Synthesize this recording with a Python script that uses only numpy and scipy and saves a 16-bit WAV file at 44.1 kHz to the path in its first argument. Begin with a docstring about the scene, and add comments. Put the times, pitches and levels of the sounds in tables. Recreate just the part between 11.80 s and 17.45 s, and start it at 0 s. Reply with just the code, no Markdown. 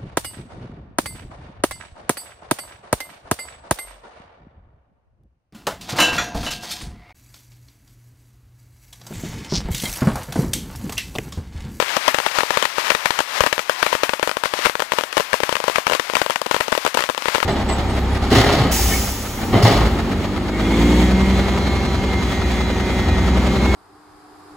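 """A long string of firecrackers bangs away on a dirt track between trees, some metres from the microphone.
Each cracker is an N-shaped blast wave with close reflections, scatter from stones, a snap and a thump.
Bushes and trees answer with a wash of noise, and flung sparks fizz. Loose powder flares and crackles,
paper hisses on, and one heap gives a deep whump. The blasts overload the microphone; only the left channel sounds."""
import sys
import numpy as np
from scipy import signal
from scipy.fft import rfft, irfft
from scipy.io import wavfile
from scipy.ndimage import uniform_filter1d

SR = 44100
rng = np.random.default_rng(int(sys.argv[2]) if len(sys.argv) > 2 else 0)


def unload_wav(signal):
    """Save mono or channel-first audio to the path in sys.argv[1] as 16-bit WAV at rate SR, clipped to [-1, 1]."""
    wavfile.write(
        sys.argv[1],
        SR,
        np.round(np.clip(np.atleast_2d(signal).T, -1, 1) * 32767).astype(np.int16),
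    )


N = 249165  # length of the sound in samples

# The crackers in the order they go off. A ragged burst scatters and snaps more.
# columns: start_s, strength_db, wave_length_ms, raggedness_db
CRACKERS = [(.0011,16,0.48,-19),(0.025,4.5,0.59,-8),(0.1671,3.5,0.77,2.5),(0.2797,18.5,0.56,-3),(0.3449,11,.49,-4.5),(0.3857,6,0.45,-2),(0.4017,-2,0.65,-6),(.463,4,0.47,1),
            (0.5861,12,0.43,-5.5),(0.6064,10.5,0.4,-8.5),(0.6337,5,0.61,-13),(.706,10.5,0.5,-8),(0.7722,14.5,0.45,-6.5),(0.8258,5,0.54,-0.5),(.853,0.5,0.45,5),(0.9831,8.5,0.56,-12),
            (1.1029,17,0.37,-5),(1.1188,5,0.46,-16),(1.1497,10,0.42,-6.5),(1.2573,15.5,0.42,-8.5),(1.306,7,0.43,-1.5),(1.3899,7.5,0.41,0.5),(1.4044,4,0.59,-2),
            (1.6059,17,0.56,-6.5),(1.6372,5.5,0.53,-4),(1.6635,7,0.55,-1),(1.6718,0.5,.52,-4),(1.7277,11,0.4,-4),(1.78,3,0.51,-11),(1.7927,4,0.41,-2),(1.8957,12,0.55,-7),
            (2.0278,6,0.49,3.5),(2.0644,11,0.42,-10.5),(2.1283,12.5,0.59,-10.5),(2.152,7.5,0.5,-13),(2.2338,16.5,0.59,-8.5),(2.2934,8,0.42,-6.5),(2.3348,5,.55,-18),(2.3383,0.5,0.44,-12),(2.396,-4,0.76,-16),(2.4285,13,0.41,-7.5),(2.475,4,0.59,-5.5),(2.494,2,0.46,-8),
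            (2.5142,-1,0.52,-6),(2.5696,5,0.54,-10),(2.6367,4.5,0.5,-4),(2.657,5.5,0.43,-12),(2.7376,5,0.5,-6),(2.7905,-4,0.73,-10),(2.8527,4,0.51,-3),(2.8575,12.5,0.37,-3.5),(2.8677,8.5,0.49,-14),(2.8968,4,0.49,-12),(2.954,4.5,0.46,-15),(2.9961,-3,.6,-6),
            (3.0028,2.5,0.49,-2.5),(3.0218,2.5,0.5,-3.5),(3.12,10.5,.45,-7.5),(3.1355,-6,1,-3),(3.1858,11,0.55,-6.5),(3.2101,-1.5,0.54,-15),(3.237,1,0.54,-7),(3.3275,-8.5,0.36,5.5),(3.3694,13.5,0.59,-6.5),(3.3787,9,0.53,-2.5),(3.399,0.5,0.87,-8),(3.4059,3,0.62,-10),
            (3.5313,12,0.38,-9.5),(3.5406,9.5,0.6,-12.5),(3.6035,-0.5,0.69,-5),(3.6343,13,0.43,-11.5),(3.6924,4.5,0.66,-6.5),(3.7263,5.5,0.54,-5.5),(3.7542,5.5,0.37,-6),(3.7673,1,.4,-7),(3.8024,-3,0.71,-14),(3.8407,-0.5,0.73,-5),(3.8811,10.5,0.59,-11),(3.8986,1,0.64,-14),(3.9581,9,0.37,-4),(3.9836,9,0.57,-14),
            (4.0681,11.5,0.37,-7.5),(4.0789,-3.5,0.82,-12),(4.098,0,0.63,-2),(4.1126,-5,0.98,-13),(4.121,3.5,0.55,-3),(4.134,12,.35,-21),(4.15,-2,0.66,3.5),(4.1969,4.5,0.51,-0.5),(4.299,1,.58,-18),(4.3361,-3.5,.9,-7),(4.3531,16,0.35,-11),(4.368,6.5,.55,-6),(4.4164,12,0.53,-7),(4.463,1.5,0.57,-10),(4.4988,0,.76,-4.5),
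            (4.5065,-1,0.63,-0.5),(4.5588,3,0.4,-2.5),(4.6165,-2.5,0.7,-1),(4.6611,-7,0.63,-10),(4.6649,-4,0.92,-4),(4.712,12.5,0.47,-8.5),(4.7448,12.5,0.45,-23),(4.7648,3,0.6,-9),(4.8046,-5,0.98,-1),(4.8079,15,0.38,-22),(4.882,-3,0.79,-4),(4.9209,-1,0.78,-0.5),(4.9256,11,0.47,-10),(4.9514,1.5,0.56,-5),(4.9769,1,.56,0),
            (5.0502,2,0.79,-3),(5.064,6.5,0.59,-3),(5.0768,-3,0.66,-3),(5.1437,-4.5,0.57,0),(5.1475,-4.5,0.86,4.5),(5.1723,8,0.59,-2),(5.1916,5,0.43,-14),(5.2063,2,0.47,-2.5),(5.2236,-2,0.37,-2),(5.2391,2,0.49,-3.5),(5.2907,3,0.54,-12),(5.2985,5,.61,-8),(5.348,-5.5,.48,-17),(5.378,-3,0.6,0.5),(5.4229,-5,0.55,-6),(5.4572,3.5,0.55,-26),(5.4841,10.5,0.43,-13),
            (5.5482,16,.39,-18),(5.557,6.5,0.47,-15),(5.5822,-2,0.83,-14),(5.603,0,0.4,-6),(5.6286,10,0.49,-7)]
# Tone of burning powder and paper: how loud each pitch region is.
# columns: frequency_hz, level_db
FIRE_COLOUR = [(40, -24), (150, -20), (300, -13), (450, -8), (620, -3), (800, -1.5), (1000, 3.5),
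               (1300, -0.5), (1900, 0), (2700, -3.5), (3800, -7), (5200, -9.5), (8000, -18.5), (15000, -24)]


def undb(db):
    """Turn decibels into a plain multiplier."""
    return 10 ** (np.asarray(db) / 20)


def butter(x, hz, kind, order=1):
    """Keep the sound below hz ("low") or above it ("high"), without looking ahead in time."""
    return signal.sosfilt(signal.butter(order, hz, kind, fs=SR, output="sos"), x)


def colour(x, points, size=2048):
    """Give a sound the tone drawn by (frequency_hz, level_db) points, without looking ahead in time."""
    hz, db = np.transpose(points)
    bins_hz = np.maximum(np.arange(size // 2 + 1) * SR / size, 1)
    gain = undb(np.interp(np.log(bins_hz), np.log(hz), db))
    # folding the cepstrum forward makes the filter answer as early as it can
    cepstrum = irfft(np.log(gain))
    cepstrum[1:size // 2] *= 2
    cepstrum[size // 2 + 1:] = 0
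    response = irfft(np.exp(rfft(cepstrum)))
    return signal.fftconvolve(x, response)[:len(x)]


def decay(t, t60_s):
    """Die away by 60 dB in t60_s seconds."""
    return np.exp(-np.log(1000) * t / t60_s)


def walk(rate):
    """Slow chance: random levels, rate of them a second, joined by straight lines."""
    knots = rng.standard_normal(N // 100)
    return np.interp(np.arange(N) / SR * rate, np.arange(len(knots)), knots)


def tail(t, rise_s, t60_s, patchy_db=4):
    """A cloud of uneven echoes that builds up and dies away, scaled to an energy of one."""
    paths = rng.standard_normal(len(t)) * undb(patchy_db * rng.standard_normal(len(t)))
    cloud = paths * (1 - np.exp(-t / rise_s)) * decay(t, t60_s)
    return cloud / np.sqrt(np.sum(cloud ** 2))


def blast_wave(t, length_ms, rear_softness=0.27, low_cut_hz=380, shock_hz=7000):
    """An N-shaped wave: a shock front, a fall into suction, and a softer rear shock."""
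    progress = 1000 * t / length_ms  # 1 at the rear shock
    rear = (1 - np.tanh((progress - 1) / rear_softness)) / 2
    wave = (1 - 2 * progress) * rear
    return butter(butter(wave, low_cut_hz, "high"), shock_hz, "low", order=2)


def cracker(t, length_ms, scatter_db, path_spread=0.068, reflection_hz=2200,
            scatter_hz=4000, stone_hz=800, stone_db=2.0):
    """One blast with its reflections; every cracker jumps to a new place, so its paths differ."""
    # Reflections from surfaces close by; each delay varies a little from blast to blast.
    # columns: usual_delay_ms, level_db
    near_reflections = [(1.748, -16.5), (2.102, -10.5), (3.7, -22)]
    # Resonances that every blast rings at the microphone.
    # columns: pitch_hz, level_db, time_to_fall_60_db_s
    ringing = [(645, -31.5, 0.037), (1010, -38.5, 0.043), (472, -28, 0.0085)]
    wave = blast_wave(t, length_ms)
    dull = butter(wave, reflection_hz, "low")
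    out = wave.copy()
    for delay_ms, db in near_reflections:
        lag_s = delay_ms * (1 + path_spread * rng.standard_normal()) / 1000
        out += undb(db) * np.interp(t - lag_s, t, dull, left=0)
    for hz, db, t60_s in ringing:
        out += undb(db) * np.sin(2 * np.pi * hz * t) * decay(t, t60_s)
    stones = tail(t, rise_s=0.0002, t60_s=0.023)
    # long waves pass round the stones, short ones bounce off
    bouncing = butter(butter(wave, stone_hz, "high"), scatter_hz, "low")
    scattered = signal.fftconvolve(bouncing, stones)[:len(t)]
    return out + undb(stone_db + scatter_db) * scattered


def snap(t, t60_s=0.0042, low_cut_hz=2200, high_cut_hz=6500):
    """The paper casing tears: a very short, bright, ragged burst of noise."""
    tear = rng.standard_normal(len(t)) * decay(t, t60_s)
    return butter(butter(tear, low_cut_hz, "high", order=2), high_cut_hz, "low")


def thump(t, push_s=0.0014, rise_s=0.00016):
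    """The ball of gas swells and falls back, much more slowly than the shock."""
    return (1 - t / push_s) * np.exp(-t / push_s) * (1 - np.exp(-t / rise_s))


def string(size=2048, usual_length_ms=.55):
    """The crackers go off one after another as the fuse reaches them."""
    # Tone of the blasts at this distance.
    # columns: frequency_hz, level_db
    blast_tone = [(40, -13.5), (150, 2.5), (260, 13.5), (400, 5), (630, 5), (770, 1), (1000, 2), (1300, 1),
                  (2100, 2), (2900, 7.5), (3900, 4.5), (6000, 5.5), (15000, 6)]
    t = np.arange(size) / SR
    out = np.zeros(N + size)
    for start_s, strength_db, length_ms, ragged_db in CRACKERS:
        doublings = np.log2(length_ms / usual_length_ms)
        # long and ragged blasts snap and thump more; weak ones leave more casing to snap
        snap_db = -10 + 1 * ragged_db - 0.014 * strength_db + 5.5 * doublings
        thump_db = -23 + 17.5 * doublings + .5 * ragged_db
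        bang = cracker(t, length_ms, ragged_db)
        bang = bang + undb(snap_db) * snap(t) + undb(thump_db) * thump(t)
        start = int(start_s * SR)
        out[start:start + size] += undb(strength_db) * bang
    return colour(out[:N], blast_tone)


def woods(bangs, bushes_db=-17, trees_db=-20):
    """Bushes answer at once, the trees later and longer; countless changing paths add up as energy."""
    # Tone of the echo from the trees and bushes.
    # columns: frequency_hz, level_db
    woods_tone = [(40, -22), (120, -21.5), (300, -14), (560, -6.5), (750, -3), (1000, 1), (2500, -1.5),
                  (5000, -12.5), (9000, -19.5), (15000, -14)]
    t = np.arange(SR) / SR
    bushes = undb(bushes_db) * tail(t, rise_s=0.0071, t60_s=0.14)
    trees = undb(trees_db) * tail(t, rise_s=0.056, t60_s=0.75)
    echo_energy = uniform_filter1d((bushes + trees) ** 2, size=64)
    energy = signal.fftconvolve(bangs ** 2, echo_energy)[:N]
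    wash = colour(rng.standard_normal(N), woods_tone)
    return np.sqrt(np.abs(energy)) * wash / wash.std()


def spray(low_cut_hz=2200, high_cut_hz=5500, patchy_db=1.0, hold_s=0.036, fade_s=.008):
    """The sparks flung out by each blast fizz brightly, hold for a moment and go out."""
    t = np.arange(SR // 2) / SR
    lit = np.zeros(N)
    for start_s, strength_db, _, ragged_db in CRACKERS:
        # a strong or ragged blast flings more sparks
        spray_db = -35 + 0.44 * strength_db + 0.19 * ragged_db
        lit[int(start_s * SR)] += undb(spray_db) ** 2
    glow = np.exp(-np.maximum(t - hold_s, 0) / fade_s)
    energy = signal.fftconvolve(lit, glow)[:N]
    fizz = rng.standard_normal(N) * undb(patchy_db * rng.standard_normal(N))
    fizz = butter(butter(fizz, low_cut_hz, "high"), high_cut_hz, "low")
    return np.sqrt(np.abs(energy)) * fizz / fizz.std()


def burning_db(fade_s=0.024):
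    """Level of the fire: each heap grows exponentially until it is spent, then dies quickly."""
    # Heaps of powder that catch, swell and burn out.
    # columns: peak_s, level_db, swell_s
    heaps = [(.01,-21.5,.05),(.115,-18.5,.05),(.165,-19,0.079),(.275,-19,0.095),(.48,-25,0.18),(.585,-16.5,0.077),(.765,-21.5,0.12),(.84,-22,0.14),(1.0,-17.5,0.02),(1.1,-20,0.17),
             (1.265,-23.5,0.16),(1.405,-23,0.15),(1.585,-18.5,0.08),(1.67,-23,.05),(2.03,-22,0.033),(2.135,-21.5,0.21),(2.245,-25.5,0.078),(2.48,-29,0.054),(2.655,-19.5,0.0091),
             (2.78,-31,0.081),(2.855,-17,0.077),(3.18,-23.5,0.057),(3.41,-23.5,0.057),(3.55,-27,0.064),(3.722,-24,0.12),(3.88,-28,.06),(3.975,-24,0.12),(4.14,-20.5,0.049),(4.31,-27,0.18),
             (4.4,-25,0.088),(4.52,-24.5,0.014),(4.75,-22,0.04),(4.96,-26.5,0.12),(5.075,-24.5,0.075),(5.195,-19.5,0.034),(5.26,-28,.05),(5.49,-21.5,0.058),(5.56,-20,0.073),(5.65,-29,0.096)]
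    t = np.arange(N) / SR
    power = 0
    for peak_s, db, swell_s in heaps:
        away = np.maximum((peak_s - t) / swell_s, (t - peak_s) / fade_s)
        power = power + (undb(db) * np.exp(-np.minimum(away, 20))) ** 2
    return 10 * np.log10(power)


def crackle(fire_db, count=420, size=256, gain_db=4, spread_db=4.0, length_ms=0.25):
    """Scraps of powder pop as tiny blast waves that follow the strength of the flare around them."""
    pops = np.zeros(N)
    for when, luck in rng.random((count, 2)):
        pops[int(when * N)] += undb(spread_db * min(-np.log(1 - luck), 4))
    wave = blast_wave(np.arange(size) / SR, length_ms)
    return signal.fftconvolve(pops * undb(gain_db + fire_db), wave)[:N]


def flare(spark_db=-7, spark_spread_db=2.0, sparks_per_s=2500, flicker_db=1.5, bright_hz=4000):
    """Burning powder: a fluttering rush of gas full of tiny bursting sparks."""
    fire_db = burning_db()
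    bright_db = -1 - 0.2178 * fire_db  # a larger flame is duller
    sizes = undb(spark_spread_db * np.minimum(rng.exponential(size=N), 4))
    sparks = (rng.random(N) < sparks_per_s / SR) * rng.standard_normal(N) * sizes
    gas = rng.standard_normal(N)
    rush = colour(gas + undb(spark_db) * sparks / sparks.std(), FIRE_COLOUR)
    rush = rush / rush.std()
    rush = rush + (undb(bright_db) - 1) * butter(rush, bright_hz, "high")
    return rush * undb(fire_db + flicker_db * walk(60)) + crackle(fire_db)


def smoulder(level_db=-36, high_cut_hz=5000, flicker_db=2.5):
    """The burning paper keeps up a dull, quiet rush that is heard between the flares."""
    rush = butter(colour(rng.standard_normal(N), FIRE_COLOUR), high_cut_hz, "low")
    return rush / rush.std() * undb(level_db + flicker_db * walk(23))


def whump(at_s=1.609, db=-9, ring_hz=55, t60_s=0.033, rise_s=0.00054):
    """Once, a heap of loose powder goes up together and shoves the air with a deep whump."""
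    t = np.maximum(np.arange(N) / SR - at_s, 0)
    push = np.cos(2 * np.pi * ring_hz * t) * (1 - np.exp(-t / rise_s))  # silent until at_s
    return undb(db) * push * decay(t, t60_s)


def scene():
    """Bangs, their echo, their sparks and the burning powder and paper, all in the left channel."""
    bangs = string()
    left = bangs + woods(bangs) + spray() + flare() + smoulder() + whump()
    return np.array([left, np.zeros(N)])


def record(dry):
    """The microphone overloads and flattens the blasts; the corners are rounded and the top is cut steeply."""
    clipped = .93 * dry / (1 + np.abs(dry) ** 16) ** (1 / 16)
    rounded = butter(clipped, 15000, "low")
    steep_cut = signal.firwin(401, 15500, window=("kaiser", 8), fs=SR)  # cuts above 15500 Hz
    return signal.fftconvolve(rounded, steep_cut[None], "same", axes=1)


dry = scene()
out = record(dry)
unload_wav(out)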